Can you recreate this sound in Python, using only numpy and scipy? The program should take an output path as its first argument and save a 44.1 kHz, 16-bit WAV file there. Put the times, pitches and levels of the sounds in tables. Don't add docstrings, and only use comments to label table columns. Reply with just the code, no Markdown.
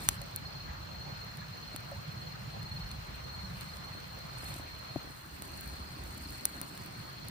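import sys
import numpy as np
from scipy import signal
from scipy.fft import rfft, irfft, next_fast_len
from scipy.io import wavfile
from scipy.ndimage import uniform_filter1d

SR = 44100
rng = np.random.default_rng(int(sys.argv[2]) if len(sys.argv) > 2 else 0)


def to_wav(sig):
    pcm = np.clip(np.atleast_2d(sig), -1, 1) * 32767
    pcm = np.round(pcm).astype(np.int16)
    wavfile.write(sys.argv[1], SR, pcm.T)


N = 321930
TIME_S = np.arange(N) / SR
FADE_START_S, FADE_END_S = 5, 5.48


def amp(db):
    return 10 ** (np.asarray(db) / 20)


def unit_rms(x):
    return x / np.sqrt(np.mean(x ** 2) + 1e-20)


def at_hz(points, hz):
    freqs, values = np.transpose(points)
    return np.interp(np.log(hz + 1), np.log(freqs + 1), values)


def envelope(table, column):
    rows = np.array(table)
    return amp(np.interp(TIME_S, rows[:, 0], rows[:, column]))


def views(wide_db, close_db):
    close = np.clip((TIME_S - FADE_START_S) / (FADE_END_S - FADE_START_S), 0, 1)
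    return np.hypot(amp(wide_db) * (1 - close), amp(close_db) * close)


def pan(db):
    return amp([[db / 2], [-db / 2]])


def add(mix, start_s, sound, pan_db=0):
    part = mix[:, max(round(start_s * SR), 0):][:, :np.shape(sound)[-1]]
    part += (sound * pan(pan_db))[:, :part.shape[1]]


def colour(x, spectrum):
    size = next_fast_len(x.shape[-1])
    gain = amp(at_hz(spectrum, np.fft.rfftfreq(size, 1 / SR)))
    return irfft(rfft(x, size) * gain, size)[..., :x.shape[-1]]


def ports(x, lag_s=1 / 4450, offset_cycles=-.09):
    size = next_fast_len(x.shape[-1])
    hz = np.fft.rfftfreq(size, 1 / SR)
    cycles = hz * lag_s + offset_cycles * np.tanh(hz / 2000)
    left_late = np.exp(-2j * np.pi * cycles * np.array([[1], [0]]))
    return irfft(rfft(x, size) * left_late, size)[:, :x.shape[-1]]


def noise(spectrum, coherence, size, patchy_db, flicker_db):
    frames, hz = 4 * N // size + 5, np.fft.rfftfreq(size, 1 / SR)
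    a, b, c, d, patches = rng.standard_normal((frames, len(hz), 5)).T
    patches = uniform_filter1d(patches, size=size // 80, axis=0)
    patches = unit_rms(uniform_filter1d(patches, size=8, axis=1))
    flicker = unit_rms(uniform_filter1d(rng.standard_normal(frames), size=3))
    shared = np.clip(at_hz(coherence, hz), -1, 1)[:, None]
    left = a + 1j * b
    right = shared * left + np.sqrt(1 - shared ** 2) * (c + 1j * d)
    gain = amp(at_hz(spectrum, hz)[:, None] + patchy_db * patches + flicker_db * flicker)
    pair = signal.istft(np.array([left, right]) * gain, nperseg=size, noverlap=3 * size // 4)[1][:, :N]
    return pair / np.sqrt(np.mean(pair.mean(0) ** 2))


# (frequency [Hz], relative density [dB])
THROB_SPECTRUM = [(25, -16), (45, 9), (65, 19.5), (85, 11.5), (120, -81)]
FLUTTER_SPECTRUM = [(65, -5), (95, 5), (125, 9.5), (170, 4), (210, -0.5), (300, -81)]
ROAR_SPECTRUM = [(120, 7), (200, 9.5), (300, 10.5), (400, 3.5), (600, -49)]
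# (time [s], throb [dB], flutter [dB])
FLAME_LEVELS = [(0, -47.5, -46.5), (.35, -56, -47), (.8, -45.5, -50.5), (1.15, -58, -46), (1.6, -59, -51),
                (1.95, -53, -49.5), (2.3, -61, -47), (2.75, -43.5, -43.5), (3.2, -50, -50),
                (3.5, -47.5, -46.5), (3.95, -61, -50.5), (4.4, -49, -49), (4.85, -57, -52.5),
                (5.3, -57.5, -56), (5.6, -50, -52), (6.2, -47.5, -50.5), (6.5, -62, -56), (6.8, -65, -49.5),
                (7.3, -59, -51)]


def flames():
    throb = noise(THROB_SPECTRUM, [(60, .98), (110, .98)], 2048, patchy_db=0, flicker_db=-3)
    flutter = noise(FLUTTER_SPECTRUM, [(80, .94), (140, .99), (250, .33)], 2048,
                    patchy_db=.44, flicker_db=2.5)
    roar = noise(ROAR_SPECTRUM, [(200, 1), (450, .63)], 2048, patchy_db=-.06, flicker_db=3)
    low = throb * envelope(FLAME_LEVELS, 1) + flutter * envelope(FLAME_LEVELS, 2)
    return low * pan(-1.2) + roar * np.hypot(views(wide_db=-55 - 9.5, close_db=-55), amp(-7.5) * spurts())


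# (frequency [Hz], relative density [dB])
HUSH_SPECTRUM = [(70, -18), (150, 7.5), (300, 0.5), (600, 3.5), (1300, 4), (2500, -2), (3600, -5.5),
                 (5000, -7.5), (6500, -12.5), (8000, -20.5), (11000, -82), (16500, -40)]
# (frequency [Hz], L-R correlation)
HUSH_COHERENCE = [(200, -0.31), (400, -0.37), (1300, -0.26), (2400, -0.11), (4400, 0.24), (8000, -0.25)]


def hush():
    wash = noise(HUSH_SPECTRUM, HUSH_COHERENCE, 1024, patchy_db=1.56, flicker_db=.45)
    return wash * np.hypot(views(wide_db=-52.5, close_db=-53), amp(-2.5) * spurts())


# (start [s], end [s], level [dB])
STEAM_SPURTS = [(-.1, 0.152, -51), (3.518, 3.785, -62), (4.39, 4.598, -53), (5.5, 5.71, -63)]


def spurts(open_s=.14, shut_s=.06):
    return sum(amp(db) * np.clip(np.minimum((TIME_S - start) / open_s, (end - TIME_S) / shut_s) + .5, 0, 1)
               for start, end, db in STEAM_SPURTS)


# (frequency [Hz], relative density [dB])
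STEAM_SPECTRUM = [(3000, -20), (5500, -8), (7500, 5), (9300, 0.5), (11500, -2), (13000, 2), (15000, -7),
                  (16000, -24), (16700, -38)]
SHEEN_SPECTRUM = [(7000, -15), (9500, -33), (12500, -28), (14300, 12), (15000, 19), (15700, 3),
                  (16300, -21), (16700, -30)]
# (time [s], level [dB])
STEAM_LEVELS = [(0, -61), (.8, -68.5), (1.3, -66), (3.5, -64.5), (4.9, -63), (5.6, -57.5), (5.9, -61),
                (6.35, -56), (6.9, -59.5), (7.3, -64.5)]


def sap_fizz(ticks_per_s=150):
    hiss = noise(STEAM_SPECTRUM, [(3000, .36), (9000, 1)], 256, patchy_db=1.5, flicker_db=-3.2)
    tick_gain = amp(6.9 * np.minimum(rng.exponential(1, N), 5))
    ticks = tick_gain * (rng.random(N) < ticks_per_s / SR) * rng.choice([-1, 1], N)
    flow = np.hypot(envelope(STEAM_LEVELS, 1), spurts())
    steam = (unit_rms(hiss) + amp(-25) * unit_rms(colour(ticks, STEAM_SPECTRUM))) * flow
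    sheen = noise(SHEEN_SPECTRUM, [(10000, .98), (14000, .97), (16000, .6)], 256,
                  patchy_db=1.5, flicker_db=.5)
    return ports(steam + amp(-65.5) * sheen)


def singer(hz, blur_hz, stroke_depth, chirp_depth):
    hop = 32
    t = np.arange(N // hop + 2) * hop / SR
    u, v, w = rng.random(3)
    stroke_hz, chirp_hz = 18.86 + 2.87 * w, 1.076 + .4136 * u
    strokes = 1 + stroke_depth * np.sin(2 * np.pi * (stroke_hz * t + u))
    chirps = 1 + chirp_depth * np.sin(2 * np.pi * (chirp_hz * t + v))
    pole = np.exp(-np.pi * blur_hz * hop / SR)
    smear = signal.lfilter([1], [1, -2 * pole, pole ** 2], rng.standard_normal((4, len(t))))
    a, b, c, d = (np.interp(TIME_S, t, path) for path in smear * strokes * chirps)
    cos, sin = np.cos(2 * np.pi * hz * TIME_S), np.sin(2 * np.pi * hz * TIME_S)
    return unit_rms(np.array([a * cos + b * sin, c * cos + d * sin]))


# (pitch [Hz], relative level [dB])
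CHORUS_SINGERS = [(4050, -8), (4120, -4), (4180, -2), (4230, 0), (4280, -2)]
UPPER_SINGERS = [(4365, 0), (4440, -7), (4545, -7)]
# (centre [s], length [s], level [dB])
HIGH_CRICKET_CHIRPS = [(.1, 0.22, -66), (.53, 0.3, -64), (1.17, .25, -68), (1.722, 0.27, -68),
                       (2.27, .25, -67), (2.95, .2, -69), (3.68, 0.24, -67), (4.417, 0.28, -67),
                       (5.36, 0.22, -67), (5.9, .36, -66), (6.3, 0.36, -61.5), (6.83, 0.3, -63),
                       (7.24, .2, -66)]


def far_crickets():
    chorus = unit_rms(sum(amp(db) * singer(hz, 57, .24, .2) for hz, db in CHORUS_SINGERS))
    upper = unit_rms(sum(amp(db) * singer(hz, 70, .5, .4) for hz, db in UPPER_SINGERS))
    chirps = sum(amp(db) * np.cos(np.pi * np.clip((TIME_S - s) / length_s, -.5, .5))
                 for s, length_s, db in HIGH_CRICKET_CHIRPS)
    high = singer(4882, blur_hz=60, stroke_depth=.4, chirp_depth=0) * np.hypot(views(-74, -71), chirps)
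    low = singer(4170, blur_hz=80, stroke_depth=.6, chirp_depth=.5) * views(-66, -60.5)
    return low + chorus * views(-55, -58.5) + upper * views(-64.5, -60) + high * pan(-7)


STROKE_S = .03


def stroke(hz, phase_cycles, sweep_hz, left_lead_rad):
    t = np.arange(round(STROKE_S * SR)) / SR - STROKE_S / 2
    cycles = hz * t + sweep_hz * t ** 2 / (2 * STROKE_S) + phase_cycles
    return np.sin(2 * np.pi * cycles + np.array([[left_lead_rad], [0]])) * np.hanning(len(t))


def leaves(x, t60_s=.25, wet_db=-7.5):
    tail = rng.standard_normal((2, SR // 4)) * amp(-60 * TIME_S[:SR // 4] / t60_s)
    return x + amp(wet_db) * signal.oaconvolve(x, tail / np.linalg.norm(tail[0]), axes=1)[:, :N]


# (centre [s], level [dB], pitch [Hz])
WING_STROKES = [(.023, -43, 4300), (.221, -47, 4295), (.371, -43.5, 4290), (.462, -40, 4285),
                (.51, -44.5, 4285), (.559, -43.5, 4295), (.609, -42, 4285), (.664, -47, 4310),
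                (.83, -48, 4190), (.872, -50, 4215), (.916, -47, 4255), (.964, -45.5, 4265),
                (1.018, -41.5, 4280), (1.067, -50, 4300), (1.117, -44.5, 4275), (1.166, -43, 4290),
                (1.22, -41.5, 4290), (1.289, -48, 4210), (1.403, -48, 4180), (1.44, -49, 4155),
                (1.49, -51, 4160), (1.54, -47, 4240), (1.582, -46, 4265), (1.631, -42, 4300),
                (1.679, -45, 4265), (1.73, -43, 4295), (1.776, -42, 4290), (2.058, -49, 4170),
                (2.119, -47, 4240), (2.176, -49, 4265), (2.222, -43, 4285), (2.274, -44, 4280),
                (2.325, -43.5, 4285), (2.624, -46, 4210), (2.664, -43.5, 4265), (2.721, -40.5, 4282),
                (2.769, -40.5, 4283), (2.817, -40, 4295), (2.867, -44.5, 4285), (2.911, -43, 4290),
                (3.078, -49, 4190), (3.148, -50, 4255), (3.205, -49, 4275), (3.246, -48, 4265),
                (3.3, -42.5, 4290), (3.348, -40.5, 4293), (3.394, -42.5, 4275), (3.45, -45.5, 4270),
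                (3.615, -46, 4288), (3.697, -44, 4290), (3.74, -46, 4200), (3.79, -48, 4210),
                (3.847, -43.5, 4285), (3.883, -42.5, 4285), (3.934, -43.5, 4295), (3.98, -45.5, 4285),
                (4.126, -49, 4240), (4.208, -49, 4120), (4.265, -49, 4195), (4.309, -49, 4265),
                (4.363, -42, 4285), (4.41, -44.5, 4285), (4.463, -42.5, 4290), (4.51, -42, 4297),
                (4.634, -49, 4300), (4.685, -49, 4290), (4.752, -46, 4160), (4.797, -48, 4205),
                (4.85, -50, 4260), (4.9, -44, 4290), (4.947, -45.5, 4290), (4.992, -47.5, 4295),
                (5.035, -52, 4275)]


def wide_view_cricket():
    out = np.zeros((2, N))
    for s, db, hz in WING_STROKES:
        phase, side = rng.standard_normal(2)
        tone = stroke(hz, phase, sweep_hz=-50, left_lead_rad=.6)
        add(out, s - STROKE_S / 2, amp(db) * tone, pan_db=-2 + 2.2 * side)
    return out


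# (time [s], snap peak [dB], body re snap [dB], treble tilt [dB/octave], step [s])
SAP_POPS = [(0.087, 1.5, -10, -3, 0.00032), (0.215, -24.5, -12, -4, 0.00026),
            (0.3599, -13.5, -21, 4.5, 0.00025), (1.2456, -39, -20, 14, 0.00023),
            (1.3538, -44, -18, 0, 0.00026), (1.3708, -31.5, -18, -3, 0.00022),
            (1.7607, -20, -5, -1, 0.00027), (1.8028, -37, -18, 4, 0.00026), (1.913, -33, -16, 5, 0.00025),
            (2.6289, -33, -17, -5, 0.00027), (2.9137, -28, -18, -8, 0.00028),
            (3.6089, -25.5, -11, -3, 0.00026), (3.768, -32.5, -14, -9, 0.00035),
            (4.54, -27.5, -18, -4, 0.00024), (4.7895, -40, -18, 5, 0.00022),
            (5.4206, -21.5, -8, 0, 0.00024), (5.6084, -26.5, -25, 7, 0.00027),
            (5.658, -34, -12, 5, 0.00032), (5.675, -30.5, -14, 7, 0.00028),
            (6.0372, -31.5, -20, 2, 0.00026), (6.1465, -36, -16, 0, 0.00032), (6.177, -34, -16, 2, 0.00019),
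            (6.2347, -35, -15, 4, 0.00025), (6.304, -28, -18, 2, 0.00026), (6.322, -38, -15, 4, 0.00024),
            (6.4083, -34, -12, -6, 0.00029), (6.4528, -3.5, -18.5, 0.5, 0.00019),
            (6.6133, -17, -8.5, 1, 0.0002), (6.7748, -28.5, -3, -3, 0.00027),
            (6.8598, -29.5, -12, 7, 0.00026), (7.2832, -24.5, -19, 2, 0.00024)]
# (offset [steps], level [dB])
CRACK_STEPS = [(-1, -13), (0, 0), (1, -9), (2.6, -13)]
# (frequency [Hz], gain [dB])
SNAP_SPECTRUM = [(1000, -34), (2000, -11), (3500, -5), (5500, -5), (6800, 1), (7700, -5), (8800, 2),
                 (10500, 3), (12200, -1), (14800, 1), (16000, -2), (16700, -24)]
BODY_SPECTRUM = [(150, 6), (400, -4), (1100, 1.5), (2500, -2.5), (5000, -18)]


def sap_pops(step_scatter=.02, spray_db=-21, spray_t60_s=.014):
    out, t = np.zeros((2, N)), np.arange(-256, 1792) / SR
    spray_gain = amp(spray_db - 60 * abs(t) / spray_t60_s) * (t > 0)
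    for s, db, body_db, tilt_db, step_s in SAP_POPS:
        white = rng.standard_normal((3, len(t)))
        crack = sum(amp(step_db) * np.sinc((t - steps * step_s * (1 + step_scatter * jitter)) * SR)
                    for (steps, step_db), jitter in zip(CRACK_STEPS, white[0]))
        spray = (.52 * white[0] + .66 * white[1:]) * spray_gain
        snap = colour(crack + spray, SNAP_SPECTRUM)
        snap = colour(snap, [(4000, -tilt_db), (16000, tilt_db)])
        snap = signal.hilbert(snap).imag
        body = colour(np.sinc(t * SR) + spray, BODY_SPECTRUM)
        pop = ports(snap) / abs(snap).max() + amp(body_db) * body / abs(body).max()
        add(out, s + t[0] + .0015, amp(db) * pop, pan_db=1.8)
    return out


def blows(events, modes, rise_cycles):
    out, t = np.zeros((2, N)), TIME_S[:SR // 5]
    for s, db, pan_db in events:
        ring = np.zeros(len(t))
        for hz, mode_db, t60_s in modes:
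            rise = 1 - np.exp(-t * hz / rise_cycles)
            decay = amp(mode_db - 60 * t / t60_s)
            ring += rise * decay * np.sin(2 * np.pi * (hz * t + rng.uniform(0, .46)))
        add(out, s, amp(db) * ring / abs(ring).max(), pan_db)
    return out


# (time [s], peak [dB], pan [dB])
POT_TOUCHES = [(.212, -46, 8), (1.915, -38, -3)]
# (frequency [Hz], level [dB], t60 [s])
POT_MODES = [(564, 7, 0.14), (700, 7, 0.067), (823, 1, 0.061)]


def pot():
    return blows(POT_TOUCHES, POT_MODES, rise_cycles=1.2)


# (time [s], peak [dB], pan [dB])
PING_HITS = [(1.415, -47, 0)]
# (frequency [Hz], level [dB], t60 [s])
PING_MODES = [(1700, 0, .06)]


def metal_ping():
    return blows(PING_HITS, PING_MODES, rise_cycles=3)


# (time [s], peak [dB], pan [dB])
STICK_THUDS = [(1.744, -36, -4), (3.949, -42.5, -3), (4.432, -39.5, 3), (4.56, -40, 4), (4.596, -39, -1),
               (4.648, -44, 0), (4.9592, -23.5, 8), (5.044, -43, -8), (5.072, -42.5, 1), (5.1, -42, -3),
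               (5.419, -44, .5)]
# (frequency [Hz], level [dB], t60 [s])
STICK_MODES = [(140, -4, 0.05), (285, 7, 0.018), (630, 3, 0.011), (880, -3, 0.007)]


def sticks():
    return blows(STICK_THUDS, STICK_MODES, rise_cycles=1.6)


def glide(start_s, length_s, from_hz, to_hz, db):
    out, t = np.zeros((2, N)), TIME_S[:round(length_s * SR)]
    cycles = from_hz * t + (to_hz - from_hz) * t ** 2 / (2 * length_s)
    add(out, start_s, amp(db) * np.sin(2 * np.pi * cycles) * signal.windows.tukey(len(t), .6))
    return out


def bubble():
    return glide(start_s=1.945, length_s=.065, from_hz=760, to_hz=1250, db=-54)


def far_call():
    return glide(start_s=3.47, length_s=.045, from_hz=4000, to_hz=3780, db=-58)


# (start [s], end [s], level [dB])
RUSTLE_SPANS = [(3.538, 3.655, -55), (4.319, 4.636, -58)]
# (frequency [Hz], relative density [dB])
RUSTLE_SPECTRUM = [(1400, -25), (2100, 4), (2600, 5), (3500, -4), (6000, -27)]


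def rustle(grain_db=3):
    out = np.zeros((2, N))
    for start, end, db in RUSTLE_SPANS:
        white = rng.standard_normal((3, SR // 2))[:, :round((end - start) * SR)]
        grains = white[1:] * amp(grain_db * unit_rms(uniform_filter1d(white[0], size=200)))
        swell = signal.windows.tukey(white.shape[1], .5)
        add(out, start, amp(db) * unit_rms(colour(grains, RUSTLE_SPECTRUM)) * swell)
    return out


# (first stroke [s], last stroke [s], level [dB])
CLOSE_VIEW_CHIRPS = [(5.54, 5.999, -52.5), (6.257, 6.68, -49.5), (6.956, 7.282, -51)]


def close_view_cricket(pitch_hz=4335, gap_s=.0465, flat_hz=110, warmup_strokes=1.6, scatter_db=1.5):
    out = np.zeros((2, N))
    for first, last, db in CLOSE_VIEW_CHIRPS:
        times = np.linspace(first, last, num=round((last - first) / gap_s) + 1)
        for k, (s, (detune, phase, force, side)) in enumerate(zip(times, rng.standard_normal((12, 4)))):
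            hz = pitch_hz - flat_hz * np.exp(-(k / warmup_strokes) ** 2) + 10 * detune
            tone = stroke(hz, phase, sweep_hz=-240, left_lead_rad=-1.8)
            add(out, s - STROKE_S / 2, amp(db + scatter_db * force) * tone, pan_db=4 + 2 * side)
    return out


def scene():
    knocks = pot() + sticks() + metal_ping()
    crickets = leaves(wide_view_cricket() + close_view_cricket()) + far_crickets()
    return flames() + hush() + sap_fizz() + rustle() + sap_pops() + knocks + bubble() + crickets + far_call()


def record(dry, low_cut_hz=40, peak_ceiling=.95, band_limit_hz=16650):
    thinned = signal.sosfilt(signal.butter(4, low_cut_hz, "high", fs=SR, output="sos"), dry)
    rounded = peak_ceiling * np.tanh(thinned / peak_ceiling)
    low_pass = signal.firwin(511, band_limit_hz, window=("kaiser", 9), fs=SR)
    return signal.oaconvolve(rounded, low_pass[None], "same")


dry = scene()
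out = record(dry)
to_wav(out)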